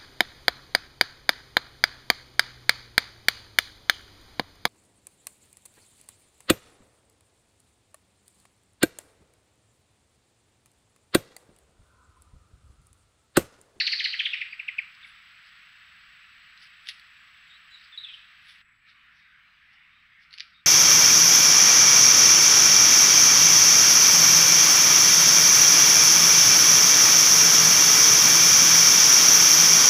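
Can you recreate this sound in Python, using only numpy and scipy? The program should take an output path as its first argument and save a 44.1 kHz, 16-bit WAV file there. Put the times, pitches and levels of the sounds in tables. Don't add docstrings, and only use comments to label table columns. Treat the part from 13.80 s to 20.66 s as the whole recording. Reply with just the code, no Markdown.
import sys
import numpy as np
from scipy import signal
from scipy.fft import rfft, irfft, next_fast_len
from scipy.io import wavfile
from scipy.ndimage import uniform_filter1d

SR = 44100
rng = np.random.default_rng(int(sys.argv[2]) if len(sys.argv) > 2 else 0)


def master_out(mix):
    frames = np.transpose(np.atleast_2d(mix))
    ceiling = np.clip(frames, -1, 1)
    pcm = np.round(ceiling * 32767).astype(np.int16)
    wavfile.write(sys.argv[1], SR, pcm)


N = 302526
TIME = np.arange(N) / SR


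def amp(db):
    return 10 ** (np.asarray(db) / 20)


def unit(x):
    return x / np.sqrt(np.mean(x ** 2) + 1e-20)


def lookup(points, x):
    return np.interp(x, *np.transpose(points))


def lookup_hz(points, hz):
    f, value = np.transpose(points)
    return np.interp(np.log(hz + 1), np.log(f + 1), value)


def add(mix, start_s, sound):
    start = round(start_s * SR)
    sound = sound[max(-start, 0):]
    part = mix[max(start, 0):][:len(sound)]
    part += sound[:len(part)]


def wander(size, hz):
    f = np.fft.rfftfreq(size, 1 / SR)
    return unit(irfft(rfft(rng.standard_normal(size)) * np.exp(-(f / hz) ** 2), size))


def coloured(x, spectrum, treble_db=0, ring_hz=1, ring_db=0, ring_octaves=.19):
    hz = np.fft.rfftfreq(1024, 1 / SR)
    db = lookup_hz(spectrum, hz) + treble_db * np.clip((hz - 5000) / 4000, 0, 1)
    db += ring_db * np.exp(-(np.log2((hz + 1) / ring_hz) / ring_octaves) ** 2)
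    log_gain = np.log(amp(np.r_[db, db[-2:0:-1]]))
    response = np.fft.ifft(np.exp(np.conj(signal.hilbert(log_gain)))).real
    return signal.fftconvolve(x, response)


def noise(spectrum, patchy_db, size=1024, patch_s=.11, patch_hz=260):
    hz = np.fft.rfftfreq(size, 1 / SR)
    hop = size // 4
    real, imag, patches = rng.standard_normal((N // hop + 6, len(hz), 3)).T
    patches = uniform_filter1d(patches, size=round(patch_s * SR / hop), axis=1)
    patches = unit(uniform_filter1d(patches, size=round(patch_hz / hz[1]), axis=0))
    depth_db = np.interp(np.arange(real.shape[1]) * hop / SR, TIME, patchy_db * np.ones(N))
    bins = (real + 1j * imag) * amp(lookup_hz(spectrum, hz)[:, None] + depth_db * patches)
    return unit(signal.istft(bins, nperseg=size, noverlap=size - hop)[1][:N])


def hiss():
    # freq_hz, density_db
    spectrum = [(200, -52), (450, -47), (650, -18.5), (900, -18.5), (1250, -1), (1850, 4), (2700, -1.5),
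                (3200, -8.5), (4000, -15), (4900, -20.5), (6000, -33), (7200, -43.5), (10000, -46.5),
                (15500, -39)]
    # time_s, gain_db
    gain_db = [(0, 2), (4.815, -0.5), (4.829, -10), (4.9, -5), (5.01, -9), (5.07, -4), (6.7, -4.5),
               (6.86, -10.5)]
    # time_s, gain_db
    treble_db = [(4.81, 8.5), (4.84, -3.5), (5.02, 2.5), (5.07, 3)]
    # time_s, depth_db
    swirl_db = [(4.8, .8), (4.85, 2.7)]
    base = noise(spectrum, patchy_db=lookup(swirl_db, TIME))
    treble = signal.sosfiltfilt(signal.butter(4, 3000, "high", fs=SR, output="sos"), base)
    shelved = base + (amp(lookup(treble_db, TIME)) - 1) * treble
    return amp(-55.5 + lookup(gain_db, TIME)) * shelved


def electronics(frame_hz=29.7, whine_hz=7797):
    # freq_hz, density_db
    fizz_spectrum = [(1000, -18.5), (5000, 5.5), (15500, 6)]
    # freq_hz, density_db
    rumble_spectrum = [(15, -6.5), (40, -0.5), (80, -1.5), (170, -2), (240, -7.5), (330, -19), (500, -24),
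                       (1000, -59)]
    fizz = amp(-91) * noise(fizz_spectrum, patchy_db=0)
    rumble_db = np.interp(TIME, [2.5, 5], [-74.3, -76])
    rumble = amp(rumble_db) * noise(rumble_spectrum, patchy_db=.5, size=4096)
    hum = amp(-78.5) * np.sin(2 * np.pi * 2 * frame_hz * TIME)
    flip = .37 + np.tanh(9 * np.sin(2 * np.pi * frame_hz * TIME))
    whine_gain = amp(np.interp(TIME, [4, 4.9, 5.25], [-74, -79, -89]))
    whine = whine_gain * flip * np.sin(2 * np.pi * whine_hz * TIME)
    return fizz + rumble + hum + whine


def swirling_hiss():
    # freq_hz, density_db
    spectrum = [(600, -38), (1400, -6.5), (2200, 4.5), (4000, -10), (5500, -22), (7500, -32.5),
                (15000, -43)]
    # time_s, level_db
    level_db = [(5.0, -83), (5.08, -63.5), (6.8, -66.5)]
    return amp(lookup(level_db, TIME)) * noise(spectrum, patchy_db=3)


def forest(x, near_db, far_db):
    # freq_hz, t60_s
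    t60_s = [(1800, 0.33), (2800, 0.47), (4500, 0.75), (7000, 0.53), (12000, 0.27)]
    t = np.arange(SR) / SR
    far = rng.standard_normal(SR) * (rng.random(SR) < 2500 / SR) * np.clip(t / .0044, 0, 1)
    hz, delay_s, bins = signal.stft(far, SR, nperseg=256)
    decay = amp(-60 * delay_s / lookup_hz(t60_s, hz)[:, None])
    far = signal.istft(bins * decay, SR, nperseg=256)[1][:SR]
    near = rng.choice([-1., 1.], SR) * (rng.random(SR) < 900 / SR) * np.exp(-t / .009) * (t > .002)
    echoes = amp(near_db) * near / np.linalg.norm(near) + amp(far_db) * far / np.linalg.norm(far)
    return signal.fftconvolve(x, echoes)[:N]


def scatter(x, near_db, far_db, blur_hz, count=6):
    analytic = signal.hilbert(x, next_fast_len(N))[:N]
    shifts_hz = np.linspace(-blur_hz, blur_hz, count)
    paths = [(analytic * np.exp(2j * np.pi * hz * TIME)).real for hz in shifts_hz]
    return sum(forest(path, near_db, far_db) for path in paths) / np.sqrt(count)


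def sizzle(calls):
    # freq_hz, density_db
    spectrum = [(4000, -37), (7000, 0), (9000, -8), (10500, -1), (12000, -13), (14000, -22.5), (15500, -13)]
    shrill = signal.sosfilt(signal.butter(4, 3700, "high", fs=SR, output="sos"), calls)
    shrill_rms = np.sqrt(abs(uniform_filter1d(shrill ** 2, size=2000)))
    return amp(-37) * shrill_rms * noise(spectrum, patchy_db=1.5)


def voice(hz, rough, overtone_db):
    phase = 2 * np.pi * np.cumsum(hz * (1 + .064 * rough * wander(len(hz), 590))) / SR
    tone = np.sin(phase) + amp(overtone_db) * np.sin(2 * phase)
    return unit(tone * (1 + rough * np.tanh(wander(len(hz), 450))))


def whistles(notes, roughness, taper, bend):
    out = np.zeros(N)
    for start_s, length_s, first_hz, last_hz, level_db in notes:
        progress = np.linspace(0, 1, round(length_s * SR))
        hz = first_hz + (last_hz - first_hz) * progress ** bend
        tone = voice(hz, lookup_hz(roughness, last_hz), overtone_db=-50)
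        add(out, start_s, amp(level_db) * signal.windows.tukey(len(hz), taper) * tone)
    return out


def peeps():
    # start_s, length_s, first_hz, last_hz, level_db
    notes = [(.7, 0.056, 4670, 4730, -57.5), (3.36, .095, 7200, 7150, -83.5), (3.66, .095, 7230, 7200, -81),
             (3.685, 0.099, 3650, 4010, -56), (3.89, .095, 7120, 7080, -79),
             (3.9, 0.096, 3986, 3900, -53.5), (4.24, 0.1, 2610, 2440, -51), (4.35, 0.12, 2550, 2600, -58),
             (6.1, 0.14, 3700, 3730, -70), (6.725, 0.1, 3720, 3760, -62)]
    # pitch_hz, roughness
    roughness = [(2600, 0.6), (4000, 0.42), (7000, 0.06)]
    return whistles(notes, roughness, taper=.53, bend=2.1)


def squeaks():
    # start_s, length_s, first_hz, last_hz, level_db
    notes = [(0, 0.026, 4350, 4230, -25.5), (.066, .012, 4650, 4156, -27.5), (.117, .022, 4416, 4405, -27),
             (.242, 0.013, 5130, 3880, -25), (1.229, .011, 3760, 3500, -50),
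             (3.943, 0.018, 4140, 3710, -48.5), (4.12, 0.037, 3770, 3440, -49.5),
             (4.1745, 0.016, 3910, 3780, -35.5), (4.2, .016, 3790, 3870, -43.5),
             (4.233, .023, 3980, 3350, -39.5), (4.282, .0266, 3580, 3090, -44.5),
             (4.335, 0.015, 3110, 2980, -43)]
    # pitch_hz, roughness
    strain = [(3000, 0.54), (3800, 0.16), (4300, 0.76)]
    # time_s, echo_send_db
    spill_db = [(.1, -.5), (4.18, -5.5), (4.28, -3)]
    direct = whistles(notes, strain, taper=.2, bend=.5)
    spill = direct * amp(lookup(spill_db, TIME))
    return direct + scatter(spill, near_db=-5.5, far_db=-2.5, blur_hz=140.1)


def rattle(land_hz=1785.6, crest_width_s=.001994):
    # crest_s, crest_hz, fall_s, gain_db
    chips = [(-.001, 3000, 0.013, -21.5), (0.067, 4000, .015, -25.5), (.122, 2904, 0.016, -25.5),
             (.194, 4100, .015, -25), (.247, 3100, .015, -24), (.332, 3108, .012, -25.5),
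             (.395, 3465, .014, -20.5), (0.455, 3660, .012, -22.5), (.534, 2767, .012, -21),
             (.613, 2713, 0.01, -24.5), (.727, 2610, .013, -32.5), (0.796, 2800, 0.012, -27.5),
             (.883, 2750, 0.013, -22.5), (0.9858, 2590, .015, -20), (1.244, 2350, 0.013, -38.5)]
    half_s = [(.25, 0.0092), (.46, 0.0054), (.56, 0.0043)]
    # time_s, overtone_db
    overtone_db = [(.13, -13), (.4, -28), (.8, -38)]
    chip_colour = [(500, -35), (1150, -31.5), (1650, -4), (2400, -2), (4600, 4.5), (5400, 3.5), (6400, -7),
                   (7500, -44.5), (12000, -50)]
    # time_s, echo_send_db
    spill_db = [(.6, 0), (1.0, -7.5)]
    out = np.zeros(N)
    for crest_s, crest_hz, fall_s, gain_db in chips:
        t = np.arange(-fall_s, 1.3 * fall_s, 1 / SR)
        arc_s = np.hypot(t, crest_width_s) - crest_width_s
        fallen = arc_s / (np.hypot(fall_s, crest_width_s) - crest_width_s)
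        hz = crest_hz * (land_hz / crest_hz) ** fallen
        from_peak = t / lookup(half_s, crest_s) - 1.07
        swell = (1 + from_peak ** 2 / 2) ** -2 * signal.windows.tukey(len(t), .3)
        chip = voice(hz, rough=.28, overtone_db=lookup(overtone_db, crest_s))
        rasp = amp(-13) * chip * wander(len(t), 750)
        add(out, crest_s - fall_s, amp(gain_db) * swell * (chip + rasp))
    direct = coloured(out, chip_colour)[:N]
    spill = direct * amp(lookup(spill_db, TIME))
    return direct + scatter(spill, near_db=-5.5, far_db=-5, blur_hz=239.5)


def rustle(peak_s, half_s, level_db, treble_db, crisp_hz, cracks_per_s=3500):
    # freq_hz, gain_db
    spectrum = [(300, -59), (1200, -26.5), (1900, 2.5), (4400, 0.5), (5500, -4.5), (7800, -35),
                (9600, -9.5), (11000, -14.5), (12500, -33)]
    from_peak = np.arange(-3 * half_s, 3 * half_s, 1 / SR) / half_s
    size = len(from_peak)
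    grains = rng.standard_normal(size) * (rng.random(size) < cracks_per_s / SR)
    swarm = unit(coloured(grains, spectrum, treble_db, crisp_hz, ring_db=7)[:size])
    return peak_s - 3 * half_s, amp(level_db) * swarm * np.exp(-abs(from_peak) ** 1.3)


def crack(treble_db, ring_hz, ring_db):
    # freq_hz, gain_db
    spectrum = [(300, -50), (1100, -47.5), (1700, -0.5), (3000, 0), (4500, 0), (5900, -8), (7700, -30),
                (10500, -21.5), (13000, -36), (15500, -52)]
    t = np.arange(SR // 50) / SR
    fracture = .36 * rng.standard_normal(len(t)) * np.exp(-t / .0008)
    fracture[0] = 1
    sound = coloured(fracture, spectrum, treble_db, ring_hz, ring_db)
    return sound / abs(sound).max()


def deer(splinter_gap_s=.0029):
    # start_s, peak_db, treble_db, ring_hz
    snaps = [(.543, -27, -12, 4500), (1.15, -43, -3, 4800), (2.776, -38.5, -12, 4350),
             (3.0718, -29, -6, 3300), (3.088, -19, 2, 3600), (3.0922, -25.5, 4, 3400),
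             (3.197, -39.5, 6, 4040), (6.509, -43, -8.5, 4200), (6.529, -34.5, -7, 4340),
             (6.5391, -32, -12, 4370), (6.579, -34, -14, 3900), (6.584, -28, -6, 5240),
             (6.5985, -26, -18, 3230), (6.605, -19, -11, 4630), (6.608, -31, -16, 2570)]
    ring_db = [(-34.5, 11), (-24, 1)]
    # peak_s, half_length_s, level_db, treble_db, crisp_hz
    leaves = [(1.281, 0.025, -63.5, 3, 10100), (1.669, 0.024, -62, -6, 5030),
              (2.836, 0.027, -51, -6.5, 5000), (3.095, .016, -39.5, -1.5, 3660),
              (3.108, 0.051, -50.5, -4.5, 2640), (4.04, 0.044, -57, -14, 4700),
              (4.336, 0.073, -58, -9.5, 3300), (4.702, .045, -53, 0.5, 3500), (5.099, .02, -57, -18, 3900),
              (5.379, .032, -65.5, -9, 5850), (5.939, .021, -65, -9, 5200), (6.431, .025, -64.5, -9, 5400),
              (6.541, 0.018, -50.5, -6, 4320), (6.622, 0.04, -51, -14, 2390)]
    out = np.zeros(N)
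    for start_s, peak_db, treble_db, ring_hz in snaps:
        step_db = np.interp(peak_db, [-25, -17], [-15, -8])
        for k in range(3):
            delay_s = k * splinter_gap_s * rng.uniform(.88, 1.12)
            splinter = crack(treble_db, ring_hz, lookup(ring_db, peak_db))
            add(out, start_s + delay_s, amp(peak_db + k * step_db) * splinter)
        tear = rustle(start_s + .005, half_s=.02, level_db=peak_db - 32.5,
                      treble_db=treble_db - 5, crisp_hz=ring_hz)
        add(out, *tear)
    for row in leaves:
        add(out, *rustle(*row))
    return out + forest(out, near_db=-12, far_db=-22)


def scene():
    calls = rattle() + squeaks()
    background = hiss() + electronics() + swirling_hiss()
    return (background + peeps() + sizzle(calls) + calls + deer())[None]


def record(dry):
    lowpass = signal.firwin(511, 15750, window=("kaiser", 9), fs=SR)
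    return signal.oaconvolve(dry, lowpass[None], "same")


dry = scene()
out = record(dry)
master_out(out)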